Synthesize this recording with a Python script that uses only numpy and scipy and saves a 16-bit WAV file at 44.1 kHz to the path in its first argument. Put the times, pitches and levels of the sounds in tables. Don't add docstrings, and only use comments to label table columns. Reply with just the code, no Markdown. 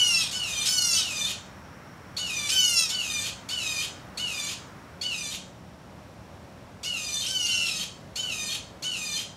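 import sys
import numpy as np
from scipy import signal
from scipy.fft import rfft, irfft
from scipy.io import wavfile
from scipy.ndimage import uniform_filter1d

SR = 44100
rng = np.random.default_rng(int(sys.argv[2]) if len(sys.argv) > 2 else 0)


def master(y):
    cut = np.clip(np.atleast_2d(y).T, -1, 1)
    pcm = np.round(cut * 32767)
    wavfile.write(sys.argv[1], SR, pcm.astype(np.int16))


def makeup_ratio(level_db):
    decades = np.asarray(level_db, float) / 20
    return 10 ** decades


N = 412776

# (start [s], length [s], effort [dB], brightness [dB], hoarseness [dB])
NEAR_CALLS = [
    (-0.14, .395, -27, -8, 8.5),
    (0.655, 0.38, -36, 4, 2.5),
    (2.49, .385, -29, -3, -15),
    (7.26, .455, -32, -8, 8.5),
]
FAR_CALLS = [(0.31, .40, -32.5, 1, 0), (0.93, .41, -34, 2, 0), (2.165, 0.41, -33, 0, 0),
             (2.89, 0.42, -31, -1, 0), (3.487, 0.39, -30.5, -2, 0), (4.172, 0.38, -31, -3, 0),
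             (5.011, 0.37, -30.5, -6, 0.004), (6.83, .455, -31.5, -2.5, 0), (7.46, 0.4, -30.5, -2.5, 0),
             (8.155, 0.43, -31.5, -2, 0.0023), (8.822, 0.42, -32.5, -1.5, 0.0039)]
# (top pitch [Hz], membranes slacken after [ms], slack pitch [Hz], last pitch [Hz],
# fourth partial's change by the end [dB])
NEAR_TUNES = [(771, 250, 687, 655, -2.5), (756.5, 240, 690, 652, -2.5), (767, 200, 714, 657, -3),
              (772, 150, 712, 676, 3)]
FAR_TUNES = [(749, 145, 645, 597, 1), (758, 150, 650, 592, 3), (742, 115, 640, 580, 6),
             (753, 125, 655, 594, 1.5), (752, 112, 665, 606, 3), (743, 108, 660, 580, -3),
             (744, 112, 650, 585, -10), (734, 130, 635, 593, -12), (757, 175, 730, 632, -5.5),
             (762, 150, 640, 606, -2), (751, 125, 650, 594, -2.5)]
# (first pitch [Hz], rise [s], hold [s], sag [Hz per s], slackening takes [s],
# settling power, closing pitch [Hz], closing lead [s], share of the fade that upper partials gain)
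NEAR_PITCH_HABITS = (630, .014, .07, 340, 0.034, 1.05, 618, .04, 0.82)
FAR_PITCH_HABITS = (548, .0145, .055, 380, 0.02225, 1.8, 626, .085, 0.14)
# (time [s], fourth partial [dB], upper partials [dB], odd against even partials [dB],
# rasp [dB])
NEAR_STAGES = [
    [(0, -9, 0, -5, 16), (.014, -1, -1.5, 2, 13), (.045, -4.5, 2, -10.5, 6.5), (.11, 6, 0.1, -8.5, -12)],
    [(0.001, 0.1, -1, -2, -7)],
    [(-.065, -1, -1.5, -4, -5.5), (-.04, -4.5, -2.5, -9, 5.5), (0, -8.5, -10, -4, 6.5)],
]
FAR_STAGES = [
    [(0, -17, -3.5, -19, -6), (.012, -15.5, -11.5, -2, 0), (.026, -6.5, -9.5, -2.5, -3.5), (.05, 0, -13.5, -2, -11.5)],
    [(-.03, -2, -14.5, -16, -10), (.03, -6.5, -11.5, -13, -3), (.11, -9, -8, -7, -7.5)],
    [(-.09, -9.5, -9, 0.1, -5.5), (-.045, -13.5, -14.5, 2.6, 0), (0, -26, -31.5, 3, 0)],
]
# (frequency [Hz], level [dB])
NEAR_THROAT = [(1200.0, -14), (1900.0, -9.5), (2500.0, -2.5), (3200.0, 1.5), (4000.0, -5), (5000.0, -2),
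               (6000.0, -4), (7000.0, -7.5), (8500.0, -8), (10500.0, -15.5), (13000.0, -21), (15500.0, -34)]
NEAR_RASP = [(1200.0, -23), (1900.0, -19), (2500.0, -11), (3200.0, -2.5), (4000.0, 0.5), (5000.0, -3.5),
             (6000.0, -6), (7000.0, -6), (8500.0, -1.5), (10500.0, -16), (13000.0, -22), (15500.0, -39)]
FAR_THROAT = [(1200.0, -11), (1900.0, 2), (2500.0, -21), (3200.0, -4.5), (4000.0, -2.5), (5000.0, -1.5),
              (6000.0, -3), (7000.0, -6.5), (8500.0, -10), (10500.0, -17.5), (13000.0, -22), (15500.0, -37)]
FAR_RASP = [(1200.0, -14), (1900.0, -11.5), (2500.0, -1.8), (3200.0, -0.5), (4000.0, -2), (5000.0, -2.5),
            (6000.0, 0), (7000.0, 4), (8500.0, -8), (10500.0, -8), (13000.0, -14), (15500.0, -27)]
# (frequency [Hz], width [Hz], boost [dB])
NEAR_BEAK = [(5542, 470, 11.3), (6660, 770, 8.4)]
FAR_BEAK = [(3550, 130, 0.47), (6040, 290, 1)]
# (frequency [Hz], level [dB])
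BEAK_CLOSING = [(1500, 3.5), (2400, 3.5), (3200, 7.5), (4300, 0.5), (5500, -0.5), (7000, -3.5), (12000, 1)]
# (level [dB], ..)
NEAR_PARTIALS = [[1, -1.5, 0, -8.5, -0.78, .4, -2.5, 1.3, -2.2, -1.0, -4.5, 6.2]] * 2
FAR_PARTIALS = [
    [-1.8, 7, 0, 0.7, 1.1, 0.22, -4.5, 6.5, -1.1, 0.66, -.2, 1.3],
    [-0.57, -8, 0, 1.8, 2.3, 0.6, -2, -20, 1.4, 1, -0.37, 0.83],
]
# (start [s], peak [dB], pitch [Hz], lower partial against it [dB])
OPENERS = [(0.3138, -36, 4340, -12), (0.9286, -20, 4600, -22), (2.167, -24.5, 4400, -25),
           (2.8914, -31, 4430, -17), (3.489, -30, 4430, -18), (4.172, -28.5, 4470, -24),
           (5.012, -25, 4430, -12), (6.8332, -35, 4660, -5), (7.463, -25.5, 4530, -13),
           (8.1563, -29.5, 4370, -16), (8.826, -31.5, 4370, -20)]
# (start [s], length [s], pitch [Hz],
# level [dB])
WHISTLES = [(0.545, 0.073, 3130, -36.5), (1.264, 0.077, 3070, -56), (4.473, 0.032, 3010, -44),
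            (8.487, 0.048, 3230, -37.5), (3.8, 0.066, 3120, -47), (7.215, 0.055, 3100, -39),
            (7.79, .05, 3180, -40), (9.15, 0.066, 3120, -37)]
# (frequency [Hz], time to fall 60 dB [s])
ECHO_DECAY = [(1500, 0.26), (4000, 0.42), (8000, 0.42), (14000, 0.04)]
# (frequency [Hz], level [dB per Hz])
AIR_COLOUR = [(25, -42), (40, -19), (55, -8.5), (80, -2.5), (110, -2), (200, -5.5), (300, -9.5),
              (420, -13.5), (600, -10.5), (1000, -15.5), (2000, -23), (3300, -28), (7000, -35),
              (16000, -47)]
# (frequency [Hz], level [dB per Hz])
ROAD_COLOUR = [(500, -18), (900, 3.5), (1400, 4.5), (2200, -2), (4000, -25)]
# (time [s], level [dB])
ROAD_LEVEL = [(0, -49.5), (1.7, -53.5), (3.5, -52.5), (4.8, -53), (6, -74), (9.36, -64.5)]
# (frequency [Hz], level [dB])
HUM = [(183.0, -58), (549.1, -65.5)]
# (frequency [Hz], width [Hz], level [dB])
INSECTS = [(5570, 530, -68.5), (9600, 150, -94), (6850, 300, -103)]


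def jay(calls, tunes, habits, stages, throat, beak, partials, rasp, jitter, flutter_db, rasp_trim_db, gate,
        release, opening_db):
    voice, hiss = np.zeros(N), np.zeros((2, N))
    k = np.arange(2, 24)[:, None]
    for call, tune in zip(calls, tunes):
        start, end = call[0], call[0] + call[1]
        at = np.arange(max(round(start * SR), 0), min(round((end + .05) * SR), N))
        t = at / SR
        hz, *balance = gesture(np.maximum(t - start, 0), call, tune, habits, stages)
        fourth_db, upper_db, odd_db, rasp_db = balance
        hoarse = makeup_ratio(np.clip(rasp_db - upper_db, -15, 10))
        turns = np.cumsum(hz * (1 + jitter * hoarse * wander(len(t), 320))) / SR
        shut = np.clip((t - end + 0.091) / 0.048, 0, 1)

        colour_db = mouth_colour(k, hz, shut, throat, beak, partials)
        colour_db += opening_db * np.clip(1.5 - (t - start) / 0.021, 0, 1)
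        odd_db = np.where(k == 3, np.minimum(0.89 * odd_db, -2.5), odd_db * (k % 2))
        level_db = np.where(k == 4, fourth_db, upper_db + colour_db + odd_db)
        level_db[:2] += 0.28 * (fourth_db - upper_db) - 4.5
        level_db += 1.7 * wander(len(t), 115)
        level_db += flutter_db * np.where(k <= 4, .45, 1) * wander((len(k), len(t)), 23.8)

        rise = np.clip((t - start) / 0.0031, 0, 1) if start > 0 else 1
        shape = rise * np.exp(-np.maximum(t - end + 0.026, 0) / release)
        tones = makeup_ratio(level_db) * np.cos(2 * np.pi * (k * turns + rng.random(k.shape)))
        voice[at] += np.sqrt(2) * tones.sum(0) * shape
        puffs = (1 + gate * np.cos(4 * np.pi * turns)) * rng.standard_normal(len(t))
        rasp_level = makeup_ratio(rasp_db + rasp_trim_db + 1.8 * wander(len(t), 51))
        hiss[:, at] += rasp_level * puffs * shape * rise * [1 - shut, shut]
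    return voice + coloured(hiss[0] + coloured(hiss[1], BEAK_CLOSING), rasp)


def mouth_colour(k, hz, shut, throat, beak, partials):
    slow_hz = k * hz[::16]
    colour_db = read(throat, slow_hz) + shut[::16] * read(BEAK_CLOSING, slow_hz)
    for centre_hz, width, db in beak:
        colour_db += db / (1 + (2 * (slow_hz - centre_hz) / width) ** 2)
    colour_db = uniform_filter1d(np.repeat(colour_db, 16, 1), 16)[:, :len(hz)]
    tight, slack = np.pad(partials, [(0, 0), (0, 10)])[:, :, None]
    return colour_db + slack + (tight - slack) * np.clip((hz - 650) / 60, 0, 1)


def gesture(t, call, tune, habits, stages):
    length, effort_db, bright_db, hoarse_db = call[1:]
    top_hz, held_ms, slack_hz, last_hz, fade_db = tune
    first_hz, rise, hold, sag, slacken, power, closing_hz, lead, gained = habits
    held = held_ms / 1000
    tight_hz = top_hz - (top_hz - first_hz) * np.exp(-(t / rise) ** 1.508)
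    tight_hz -= sag * np.maximum(t - hold, 0)
    settled = np.clip((t - held) / (length - lead - held), 0, 1)
    loose_hz = last_hz + (slack_hz - last_hz) * (1 - settled) ** power
    hz = tight_hz + (loose_hz - tight_hz) * soft_switch(t - held, slacken)
    hz += (closing_hz - hz) * soft_switch(t - length + lead - .015, .012)

    timed = [np.transpose(rows) + [[moment], [0], [0], [0], [0]]
             for rows, moment in zip(stages, (0, held, length))]
    times, *balance = np.concatenate(timed, 1)
    times = np.maximum.accumulate(times)
    fourth_db, upper_db, odd_db, rasp_db = (np.interp(t, times, column) for column in balance)
    fourth_db = fourth_db + effort_db + fade_db * settled
    upper_db = upper_db + effort_db + bright_db - gained * fade_db * settled
    rasp_db = rasp_db + effort_db + bright_db + hoarse_db * np.clip(t / 0.084, 0, 1)
    return hz, fourth_db, upper_db, odd_db, rasp_db


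def openers():
    out, t = np.zeros(N), np.arange(2000) / SR
    shape = np.clip(t / 0.0059, 0, 1) * np.exp(-(t / 0.018) ** 2)
    for start, db, hz, lower_db in OPENERS:
        gliding_hz = hz * (1 + 0.026 * wander(len(t), 270) + 0.31 * t)
        phase = 2 * np.pi * np.cumsum(gliding_hz) / SR
        at = round(start * SR) - 40
        out[at:at + len(t)] += makeup_ratio(db) * shape * (np.sin(phase) + makeup_ratio(lower_db) * np.sin(phase * 3 / 4))
    return out


def whistles():
    out = np.zeros(N)
    for start, length, hz, db in WHISTLES:
        size = round(length * SR)
        level_drift, pitch_drift = wander((2, SR // 4), 50)
        phase = 2 * np.pi * np.cumsum(hz * (1 + 0.017 * pitch_drift)) / SR
        tone = makeup_ratio(db + 2.5 * level_drift) * np.sin(phase)
        out[round(start * SR):][:size] += np.sqrt(2) * tone[:size] * signal.windows.tukey(size, .4)
    return out


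def wood(x, wet_db, gap):
    taps = np.zeros(SR)
    at = np.arange(round(gap * SR), SR - 20, 20)
    signs = rng.choice([-1., 1.], len(at))
    taps[at + rng.integers(0, 20, len(at))] = signs
    hz, t, bands = signal.stft(taps, SR, nperseg=256)
    fading = bands * makeup_ratio(-60 * t / read(ECHO_DECAY, hz)[:, None])
    tail = signal.istft(fading, SR, nperseg=256)[1]
    return x + makeup_ratio(wet_db) * signal.fftconvolve(x, tail / np.linalg.norm(tail))[:N]


def air():
    rumble = evened(coloured(rng.standard_normal(N), AIR_COLOUR))
    road = evened(coloured(rng.standard_normal(N), ROAD_COLOUR))
    road_db = np.interp(np.arange(N) / SR, *np.transpose(ROAD_LEVEL))
    return makeup_ratio(-46.5 + .5 * wander(N, 0.67)) * rumble + makeup_ratio(road_db) * road


def hum_and_insects():
    hum = sum(makeup_ratio(db) * fuzzy_line(hz, 7.3) for hz, db in HUM)
    fade_db = -11 * np.arange(N) / N
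    return hum + sum(makeup_ratio(db + 4.5 + fade_db) * fuzzy_line(hz, width) for hz, width, db in INSECTS)


def fuzzy_line(hz, width):
    a, phase = wander((2, N), width / 2), 2 * np.pi * hz * np.arange(N) / SR
    return evened(a[0] * np.cos(phase) + a[1] * np.sin(phase))


def wander(shape, hz):
    *rows, size = np.atleast_1d(shape)
    noise = rng.standard_normal((*rows, size // 16 + 200))
    coarse = signal.lfilter(*signal.butter(2, hz, fs=SR / 16), noise)
    coarse = evened(coarse[..., 199:])
    return uniform_filter1d(np.repeat(coarse, 16, -1), 16)[..., :size]


def soft_switch(t, width):
    return .5 + .5 * np.tanh(t / width)


def evened(x):
    return x / np.sqrt(np.mean(x ** 2) + 1e-20)


def read(points, hz):
    f, value = np.transpose(points)
    return np.interp(np.log(hz + 1), np.log(f + 1), value)


def coloured(x, points):
    return irfft(rfft(x) * makeup_ratio(read(points, np.fft.rfftfreq(len(x), 1 / SR))), len(x))


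def scene():
    near = jay(NEAR_CALLS, NEAR_TUNES, NEAR_PITCH_HABITS, NEAR_STAGES, NEAR_THROAT, NEAR_BEAK, NEAR_PARTIALS,
               NEAR_RASP, jitter=0.0038, flutter_db=3.65, rasp_trim_db=-1.8, gate=0.5, release=0.049,
               opening_db=-6)
    far = jay(FAR_CALLS, FAR_TUNES, FAR_PITCH_HABITS, FAR_STAGES, FAR_THROAT, FAR_BEAK, FAR_PARTIALS,
              FAR_RASP, jitter=0.0047, flutter_db=4.0, rasp_trim_db=0.77, gate=0.59, release=0.02,
              opening_db=-4.0)
    near = wood(near, wet_db=-12, gap=.006)
    far = wood(far + openers() + whistles(), wet_db=-5.5, gap=.004)
    return np.tile(near + far + air() + hum_and_insects(), (2, 1))


def low_pass(x):
    return signal.sosfilt(signal.butter(12, 16480, fs=SR, output="sos"), x)


def record(dry):
    band_limit = signal.firwin(511, 15780, window=("kaiser", 9), fs=SR)
    mix = signal.oaconvolve(dry, band_limit[None], "same")
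    return low_pass(mix)


dry = scene()
out = record(dry)
master(out)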